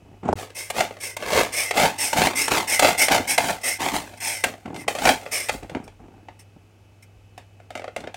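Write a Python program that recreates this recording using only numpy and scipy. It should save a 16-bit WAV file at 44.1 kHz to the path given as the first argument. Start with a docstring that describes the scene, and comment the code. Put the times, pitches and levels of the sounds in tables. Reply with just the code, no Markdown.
"""Kitchen counter: a hand-pull food chopper works close to a phone that has just been set down.
Each stroke: a clack as the drive catches, a rattling churn of blades and garlic in the plastic bowl,
then the zip and squeal of the cord as the spring reels it in. A few slow, knocking turns follow.
Behind it: dull bumps, finger rub, puffs of air on the microphone, room air and an appliance hum."""
import sys
import numpy as np
from scipy import signal
from scipy.fft import rfft, irfft
from scipy.io import wavfile
from scipy.ndimage import uniform_filter1d, map_coordinates

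SR = 44100
rng = np.random.default_rng(int(sys.argv[2]) if len(sys.argv) > 2 else 0)


def to_wav(s):
    """Save 16-bit WAV."""
    ch = np.atleast_2d(s).T  # columns
    pcm = np.round(np.clip(ch, -1, 1) * 32767)  # PCM
    wavfile.write(sys.argv[1], SR, pcm.astype(np.int16))


N = 359856
TIME_S = np.arange(N) / SR

# appliance hum and whine: pitch_hz, level_db
HUM_TONES = [(50, -70), (100, -53), (118, -67.5), (165, -67.5), (232, -70.5), (2298, -82), (2573, -74),
             (2622, -77.5), (2966, -76)]
# start_s, swell_s, fade_s, level_db
AIR_PUFFS = [(0.0, .08, .2, -50), (5.495, 0.025, .2, -39), (5.83, .05, 0.45, -48), (7.14, 0.064, .1, -51)]
FINGER_RUBS = [(0.0, 0.15, 0.047, -50), (0.228, 0.068, 0.046, -26), (4.645, 0.019, 0.26, -35),
               (5.622, 0.0091, 0.039, -35), (5.692, 0.048, 0.19, -38), (5.98, 0.041, .33, -47.5),
               (7.97, 0.092, .04, -40)]
# blows: start_s, peak_db, treble_db, pitch_hz
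BUMP_HITS = [(0.249, -26.5, -2, 294), (0.286, -11.5, 4, 797), (0.326, -12, 11, 886),
             (3.197, -21.5, -1, 284), (5.546, -30, 0, 250), (5.75, -23.5, -18, 255), (5.766, -21.5, 6, 290),
             (6.56, -41.5, -10, 180)]   # phone on counter, bowl in hand
DRIVE_CLACKS = [(0.6995, -21, 1, 883), (1.165, -24.5, 2.5, 940), (1.707, -15.5, -7.5, 2280),
                (2.128, -14.5, -3, 950), (2.478, -15, -2.5, 906), (2.792, -9.5, 2, 940.5),
                (3.081, -12.5, -7, 2160), (3.377, -8.5, -6, 2136), (4.437, -11.5, -4, 1652),
                (4.878, -14, -9.5, 858), (5.484, -25, 1, 2220), (5.491, -15.5, -11.5, 880)]   # hard plastic handle and drive
BOWL_KNOCKS = [(0.502, -40.5, 7, 493), (0.78, -27, -4, 600), (0.804, -14, 9, 830), (0.849, -30, 15, 677),
               (0.907, -28.5, -15, 530), (0.967, -39.5, -1, 695), (1.224, -25.5, 0, 710),
               (1.281, -41, 6, 759), (1.331, -20, 11, 720), (1.374, -12, 10, 538), (1.763, -22.5, 0, 780),
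               (1.849, -13.5, -5, 546), (2.217, -10.5, 0, 490), (2.269, -12, 6, 718),
               (2.333, -25.5, -3, 696), (2.516, -15, 8, 857), (2.822, -15.5, 18, 640), (2.845, -9, 6, 668),
               (3.11, -18, -4, 769), (3.494, -19.5, -10, 830), (3.862, -17.5, -10, 800),
               (4.074, -40, 10, 700), (4.137, -40.5, 5, 735), (4.537, -33, -10, 830),
               (4.657, -31.5, -9, 464), (4.743, -34, 7, 810), (4.761, -31.5, 6, 493), (4.95, -24.5, 8, 664),
               (4.985, -25, 12, 750), (5.053, -11, 3, 820), (5.071, -9, -11, 630), (5.089, -7.5, 18, 870),
               (5.261, -28.5, -6, 670), (5.629, -38, 0, 830), (5.695, -34.5, 2, 626),
               (5.748, -24.5, -17, 770), (5.877, -36.5, 6, 530), (6.284, -34.5, -21, 795),
               (7.377, -35.5, 6.5, 787), (7.6, -44, -7.5, 804), (7.704, -33.5, 4, 790),
               (7.752, -26.5, 2, 810), (7.774, -33, 7, 760), (7.794, -29.5, -6, 716),
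               (7.818, -34.5, -9, 740), (7.841, -28.5, -8, 795), (7.878, -27.5, -15, 614),
               (7.962, -24, 3.5, 752), (8.003, -39, 16, 507), (8.038, -33.5, -9, 705),
               (8.072, -26.5, -14, 520), (8.142, -31.5, 24, 840)]   # blades and pieces on the bowl
# cord running onto the reel: start_s, run_up_s, run_down_s, scrape_db, squeal_db
CORD_REWINDS = [(0.546, .04, 0.12, -32, -40), (0.999, 0.049, 0.1, -30.5, -37.5),
                (1.52, 0.078, 0.12, -23.5, -24.5), (1.979, 0.054, 0.12, -22, -33),
                (2.35, 0.053, 0.094, -20.5, -22.5), (2.671, 0.067, 0.061, -20, -21.5),
                (2.974, 0.051, 0.056, -15.5, -19), (3.271, .042, 0.058, -20, -23.5),
                (3.61, 0.0037, 0.026, -41, -48), (3.63, .05, 0.096, -22.5, -27),
                (4.168, 0.0055, 0.035, -46, -44), (4.2, 0.084, 0.15, -26, -29),
                (4.745, 0.074, 0.032, -44, -41.5), (5.311, 0.0275, 0.15, -24.5, -28),
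                (5.835, .003, .035, -52.5, -61), (6.389, 0.0028, 0.041, -47.5, -55),
                (7.022, .003, 0.026, -49.5, -51)]
# cord pulls: start_s, run_up_s, hold_s, chop_db, thud_db, spray_db
CORD_PULLS = [(0.337, 0.043, 0.042, -35.5, -42.5, -46), (0.721, 0.058, 0.026, -24, -31.5, -36.5),
              (1.187, 0.18, 0.045, -18.5, -27.5, -33.5), (1.723, 0.055, 0.074, -18, -30, -31.5),
              (2.118, 0.055, .085, -20, -27.5, -30.5), (2.481, 0.036, .07, -20.5, -34.5, -32.5),
              (2.796, .03, 0.064, -17.5, -29, -29.5), (3.089, 0.028, 0.031, -15.5, -25.5, -32.5),
              (3.379, 0.014, .115, -26.5, -36, -34.5), (3.783, 0.024, 0.082, -25.5, -36, -36.5),
              (3.915, 0.032, 0.018, -26.5, -29.5, -33), (4.445, .008, 0.018, -32.5, -34, -41.5),
              (4.882, 0.007, 0.013, -32, -40.5, -37.5), (4.956, 0.12, 0.02, -19.5, -26, -29.5),
              (5.492, 0.029, .02, -38, -40.5, -42)]
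# resonances: freq_hz, width_hz, level_db
BOWL_MODES = [(470, 200, -9), (700, 170, -3), (860, 150, -1), (1650, 160, -11), (2050, 130, -3),
              (2510, 180, -9), (3030, 200, -12), (3480, 160, -13), (4150, 260, -16)]
REEL_MODES = [(867, 140, -8), (2120, 260, -4), (2520, 160, -12), (5390, 280, -2), (6070, 250, -13),
              (8270, 280, -1), (8900, 600, -8), (9700, 250, -8), (11500, 400, -13)]
# broad colours as heard: freq_hz, density_db
AIR_SPECTRUM = [(25, -29.5), (50, -10.5), (80, -4), (150, -21), (300, -13), (600, -19), (840, -18.5),
                (1000, -24.5), (1900, -29.5), (2500, -26.5), (3800, -35), (6200, -36), (16000, -47.5)]
PUFF_SPECTRUM = [(20, -13), (50, 4), (90, -13), (200, -30), (600, -68)]
FINGER_SPECTRUM = [(24, -51), (40, -17), (85, 3), (307, 8), (559, -4.5), (780, 0.5), (1240, -11.5),
                   (2420, -19.5), (4500, -38), (8000, -34), (10400, -56.5), (17600, -120)]
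BUMP_SPECTRUM = [(29, -49), (50, -22), (97, 7), (154, -7.5), (238, 8.5), (637, -0.5), (784, -1.5),
                 (1160, -20.5), (1360, -11.5), (2010, -40), (7250, -42.5), (12000, -55), (15600, -94),
                 (22000, -120)]
CLACK_SPECTRUM = [(100, -36.5), (350, 1.5), (750, 6), (1200, -1), (2300, 3.5), (4000, -7.5), (8500, -3.5),
                  (12000, -13.5), (16000, -19)]
KNOCK_SPECTRUM = [(80, -38), (250, 8), (750, 7), (1150, 0.5), (2300, 1.5), (4500, -12.5), (9000, -16.5),
                  (16000, -39)]
CHOP_SPECTRUM = [(150, -11.5), (350, 1.5), (600, 0.5), (900, 4.5), (1100, -3.5), (1800, -3.5), (2300, -2.5),
                 (4000, -14.5), (7000, -14.5), (16000, -28)]
THUD_SPECTRUM = [(25, -25), (55, -1.5), (110, -12.5), (170, -3), (270, 8.5), (450, -2), (800, -18.5),
                 (2000, -42.5)]
SPRAY_SPECTRUM = [(1000, -11), (3000, -3.5), (5000, -3), (7000, 1), (9000, 1.5), (11000, -6), (16000, -6.5)]
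# cord's scraping hiss as heard, with audio-coder dips near 10.4 and 13.7 kHz: freq_hz, density_db
HEARD_SCRAPE_SPECTRUM = [(80, -34), (250, 5), (700, 1.5), (1300, -11), (2600, 2.5), (4300, -6), (7700, 2.5),
                         (9800, 1), (10400, -11), (12500, -9.5), (13700, -30.5), (16000, -31.5)]
# microphone notches: freq_hz, width_hz, gain_db
MIC_NOTCHES = [(1005, 66, -7.5), (1790, 43, -10)]

# levels at the ends of a move, relative to its top
RUB_START_DB, RUB_STOP_DB = -6, -17.5
REEL_START_DB, REEL_STOP_DB = -9.5, -18.5


def from_db(db):
    """Decibels to gain."""
    return 10 ** (np.asarray(db) / 20)


def unit_rms(x):
    """Scale to unit rms."""
    return x / np.sqrt(np.mean(x ** 2) + 1e-20)


def drift(rate_hz):
    """Smooth random wander, unit rms."""
    pole = np.exp(-2 * np.pi * rate_hz / SR)
    return unit_rms(signal.lfilter([1], [1, -2 * pole, pole * pole], rng.standard_normal(N + SR))[SR:])


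def gate(t, fade_s=0.0078):
    """Ramp that opens as t passes zero."""
    return np.clip(t / fade_s, 0, 1)


def swells(rows, start_db, stop_db, curve, fade_s):
    """Each move rises to its top and sinks; one gain curve per level column."""
    out = np.zeros((len(rows[0]) - 3, N))
    for start_s, up_s, down_s, *levels_db in rows:
        length_s = up_s + down_s + fade_s
        span = slice(*np.searchsorted(TIME_S, [start_s, start_s + length_s]))
        t = TIME_S[span] - start_s
        rise_db = start_db * np.clip(1 - t / up_s, 0, 1) ** curve
        fall_db = stop_db * np.clip((t - up_s) / down_s, 0, 1) ** curve
        envelope = from_db(rise_db + fall_db) * gate(t) * gate(length_s - t, fade_s)
        out[:, span] += np.outer(from_db(levels_db), envelope)
    return out


def response(spectrum, modes=(), modes_db=0, size=4096):
    """Impulse response: minimum-phase spectrum plus ringing modes, unit energy."""
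    hz, db = np.transpose(spectrum)
    bins_hz = np.maximum(np.fft.rfftfreq(size, 1 / SR), 1)
    magnitude = from_db(np.interp(np.log(bins_hz), np.log(hz), db))
    cepstrum = irfft(np.log(magnitude))
    cepstrum[1:size // 2] *= 2
    out = irfft(np.exp(rfft(cepstrum[:size // 2], size)))
    t = TIME_S[:size]
    for mode_hz, width_hz, level_db in modes:
        gain = from_db(level_db + modes_db) * 2 * np.pi * width_hz / SR
        out += gain * np.exp(-np.pi * width_hz * t) * np.cos(2 * np.pi * mode_hz * t)
    return out / np.linalg.norm(out)


def excite(force, body):
    """Drive a body with a force."""
    return signal.oaconvolve(force, body)[:N]


def contacts(per_s, spread_db, contact_s, rub):
    """Tiny random impacts of uneven size over steady rubbing, evened to unit level."""
    onsets = rng.random(N) < per_s / SR
    energies = onsets * from_db(spread_db * np.minimum(rng.exponential(1, N), 3)) ** 2
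    power = signal.lfilter([1], [1, -np.exp(-1 / (contact_s * SR))], energies + 1e-18)
    power = power / power.mean() + rub
    return rng.standard_normal(N) * np.sqrt(power / uniform_filter1d(power, size=1500))


def plop(start_hz, ring_s, sag, sag_s=.014, size=4096):
    """Short ring, falling in pitch as the struck wall gives way; unit energy."""
    t = TIME_S[:size]
    pitch_hz = start_hz * np.exp(-sag * (1 - np.exp(-t / sag_s)))
    ring = np.sin(2 * np.pi * np.cumsum(pitch_hz) / SR) * np.exp(-t / ring_s)
    return ring / np.linalg.norm(ring)


def blows(rows, spectrum, modes=(), modes_db=0, *, rise_s, contact_s, chatter_db, chatter_s,
          plop_db, ring_s, sag, treble_hz=3000, size=4096):
    """Contact burst, dying chatter and a plop; mode strengths vary with where each blow lands."""
    out, t = np.zeros(N + SR), TIME_S[:size]
    attack = 1 - np.exp(-(t / rise_s) ** 2)
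    decay = np.exp(-t / contact_s) + from_db(chatter_db) * np.exp(-t / chatter_s)
    for start_s, peak_db, treble_db, pitch_hz in rows:
        struck_modes = [(hz, width_hz, db + rng.normal(0, 4)) for hz, width_hz, db in modes]
        force = rng.standard_normal(size) * attack * decay
        hit = signal.fftconvolve(force, response(spectrum, struck_modes, modes_db))[:size]
        low = signal.sosfilt(signal.butter(1, treble_hz, fs=SR, output="sos"), hit)
        hit = low + (hit - low) * from_db(treble_db)
        note = np.r_[np.zeros(int(rise_s * SR)), plop(pitch_hz, ring_s, sag)][:size]
        hit = hit / np.linalg.norm(hit) + from_db(plop_db) * note
        peak_rms = np.sqrt(uniform_filter1d(hit ** 2, size=128).max())
        at = round(start_s * SR)
        out[at:at + size] += hit * from_db(peak_db) / peak_rms
    return out[:N]


def background(waver_db=1.2, air_db=-57.5):
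    """Wavering appliance hum and room air."""
    hum = sum(from_db(db) * np.sqrt(2) * np.sin(2 * np.pi * (hz * TIME_S + rng.random()))
              for hz, db in HUM_TONES)
    hum *= from_db(waver_db * drift(rate_hz=3))
    return hum + from_db(air_db) * excite(rng.standard_normal(N), response(AIR_SPECTRUM))


def kitchen(direct, wet_db=-16, t60_s=0.22, build_s=0.001, wall_hz=7000):
    """Dense, dulled reflections off cupboards and tiles."""
    t = TIME_S[:SR // 2]
    tail = rng.standard_normal(len(t)) * from_db(-60 * t / t60_s) * (1 - np.exp(-t / build_s))
    tail = signal.sosfilt(signal.butter(1, wall_hz, fs=SR, output="sos"), tail)
    return direct + from_db(wet_db) * excite(direct, tail / np.linalg.norm(tail))


def swinging_echo(direct, lag_s=0.001292, swing=.2, echo_db=-7):
    """Near reflection; its delay shifts as the bowl swings."""
    lag_samples = lag_s * SR * (1 + swing * drift(rate_hz=1.3))
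    return direct + from_db(echo_db) * map_coordinates(direct, [np.arange(N) - lag_samples], order=1)


def puffs():
    """Air stirred by arms and bowl rumbles on the microphone."""
    flow, = swells(AIR_PUFFS, RUB_START_DB, RUB_STOP_DB, curve=1, fade_s=.015)
    return flow * excite(rng.standard_normal(N), response(PUFF_SPECTRUM))


def hands():
    """Soft bumps; fingers rub on phone and bowl."""
    bumps = blows(BUMP_HITS, BUMP_SPECTRUM, rise_s=0.0027, contact_s=0.0055,
                  chatter_db=-17.5, chatter_s=.012, plop_db=-1, ring_s=0.0046, sag=0.069)
    friction = contacts(per_s=97, spread_db=5.5, contact_s=0.0035, rub=0.23)
    pressure, = swells(FINGER_RUBS, RUB_START_DB, RUB_STOP_DB, curve=1.93, fade_s=0.014)
    return bumps + pressure * excite(friction, response(FINGER_SPECTRUM))


def clacks():
    """The drive catches and rings the bowl."""
    return blows(DRIVE_CLACKS, CLACK_SPECTRUM, BOWL_MODES, modes_db=-1.5, rise_s=0.004, contact_s=.004,
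                 chatter_db=-28.5, chatter_s=0.023, plop_db=-4, ring_s=0.006, sag=0.099)


def knocks():
    """Single pieces hit the bowl with a hollow, falling plop."""
    return blows(BOWL_KNOCKS, KNOCK_SPECTRUM, BOWL_MODES, modes_db=-6.5, rise_s=.0015, contact_s=.0028,
                 chatter_db=-18.5, chatter_s=0.032, plop_db=-2, ring_s=.009, sag=.6)


def cord(squeal_hz=2176, sag=0.076, flutter_db=4.1):
    """The cord scrapes through its eyelet; the reel squeals, flatter at low speed."""
    scrape_gain, _ = swells(CORD_REWINDS, REEL_START_DB, REEL_STOP_DB, curve=1.46, fade_s=.006)
    _, squeal_gain = swells(CORD_REWINDS, start_db=-8, stop_db=-13, curve=1.7, fade_s=0.0044)
    unit_moves = [(*row[:3], 0) for row in CORD_REWINDS]
    speed, = swells(unit_moves, REEL_START_DB, REEL_STOP_DB, curve=1.8, fade_s=0.0073)
    slips = contacts(per_s=1600, spread_db=8.5, contact_s=0.005, rub=0.78)
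    scrape = excite(slips, response(HEARD_SCRAPE_SPECTRUM, REEL_MODES, modes_db=13.5))
    wobble = .012 * drift(rate_hz=9) + .03 * drift(rate_hz=130)
    pitch_hz = squeal_hz * (1 + wobble - sag * (1 - speed))
    flutter = unit_rms(from_db(flutter_db * drift(rate_hz=430)))
    squeal = flutter * np.sin(2 * np.pi * np.cumsum(pitch_hz) / SR)
    return scrape_gain * scrape + squeal_gain * squeal


def tumbling(per_s, low_hz, high_hz, sizes=10):
    """Loose pieces of many sizes plop against the wall at random."""
    out = 0
    for hz in np.geomspace(low_hz, high_hz, sizes):
        landings = (rng.random(N) < per_s / sizes / SR) * rng.standard_normal(N)
        out = out + excite(landings, plop(hz, ring_s=.008, sag=.9))
    return unit_rms(out)


def spin_db(t, run_up_s, hold_s, slack_db=-23, brake_db_per_s=246, coast_db=-16, coast_db_per_s=68):
    """Blade vigour in one pull: run up from slack, hold, brake in the food, coast faintly."""
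    rise_db = slack_db * np.clip(1 - t / run_up_s, 0, 1)
    free_s = np.maximum(t - run_up_s - hold_s, 0)
    return rise_db + np.maximum(-brake_db_per_s * free_s, coast_db - coast_db_per_s * free_s)


def stroke_gains(thud_db_per_db=.85, spray_db_per_db=1.03):
    """Chop, thud and spray follow the spin; heavy pieces tumble on, spray dies sooner."""
    out, t = np.zeros((3, N + SR)), TIME_S[:SR]
    for start_s, run_up_s, hold_s, *levels_db in CORD_PULLS:
        follow_db = np.outer([1, thud_db_per_db, spray_db_per_db], spin_db(t, run_up_s, hold_s))
        at = round(start_s * SR)
        out[:, at:at + SR] += gate(t) * from_db(np.array(levels_db)[:, None] + follow_db)
    return out[:, :N]


def blades(tumble_db=-2.5):
    """Blades fling food at the wall: cuts ring the bowl, big pieces thud, wet bits patter."""
    chop_gain, thud_gain, spray_gain = stroke_gains()
    cuts = contacts(per_s=380, spread_db=3.4, contact_s=.0022, rub=.25)
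    chop = excite(cuts, response(CHOP_SPECTRUM, BOWL_MODES, modes_db=0.5))
    lumps = contacts(per_s=130, spread_db=-0.5, contact_s=0.0013, rub=0.068)
    pieces = tumbling(per_s=240, low_hz=240, high_hz=973)
    thud = unit_rms(excite(lumps, response(THUD_SPECTRUM)) + from_db(tumble_db) * pieces)
    bits = contacts(per_s=900, spread_db=-4.5, contact_s=0.00089, rub=0.78)
    spray = excite(bits, response(SPRAY_SPECTRUM))
    return chop_gain * chop + thud_gain * thud + spray_gain * spray


def scene():
    """Chopper in the kitchen, mono."""
    chopper = swinging_echo(blades() + cord() + clacks() + knocks())
    return (kitchen(chopper) + hands() + puffs() + background())[None]


def record(dry):
    """Phone: bass cut, two notches, rounded peaks, top cut; brief silence after the opening bumps."""
    low_cut_hz, high_cut_hz = 38, 15850
    mute_from_s, mute_to_s = 0.337, 0.356
    heard = signal.sosfilt(signal.butter(2, low_cut_hz, "high", fs=SR, output="sos"), dry)
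    for hz, width_hz, gain_db in MIC_NOTCHES:
        band = signal.lfilter(*signal.iirpeak(hz, hz / width_hz, fs=SR), heard)
        heard = heard + (from_db(gain_db) - 1) * band
    live = uniform_filter1d(1. * ((TIME_S < mute_from_s) | (TIME_S > mute_to_s)), size=64)
    rounded = np.tanh(heard * live)
    return signal.sosfilt(signal.ellip(10, .1, 80, high_cut_hz, fs=SR, output="sos"), rounded)


dry = scene()
out = record(dry)
to_wav(out)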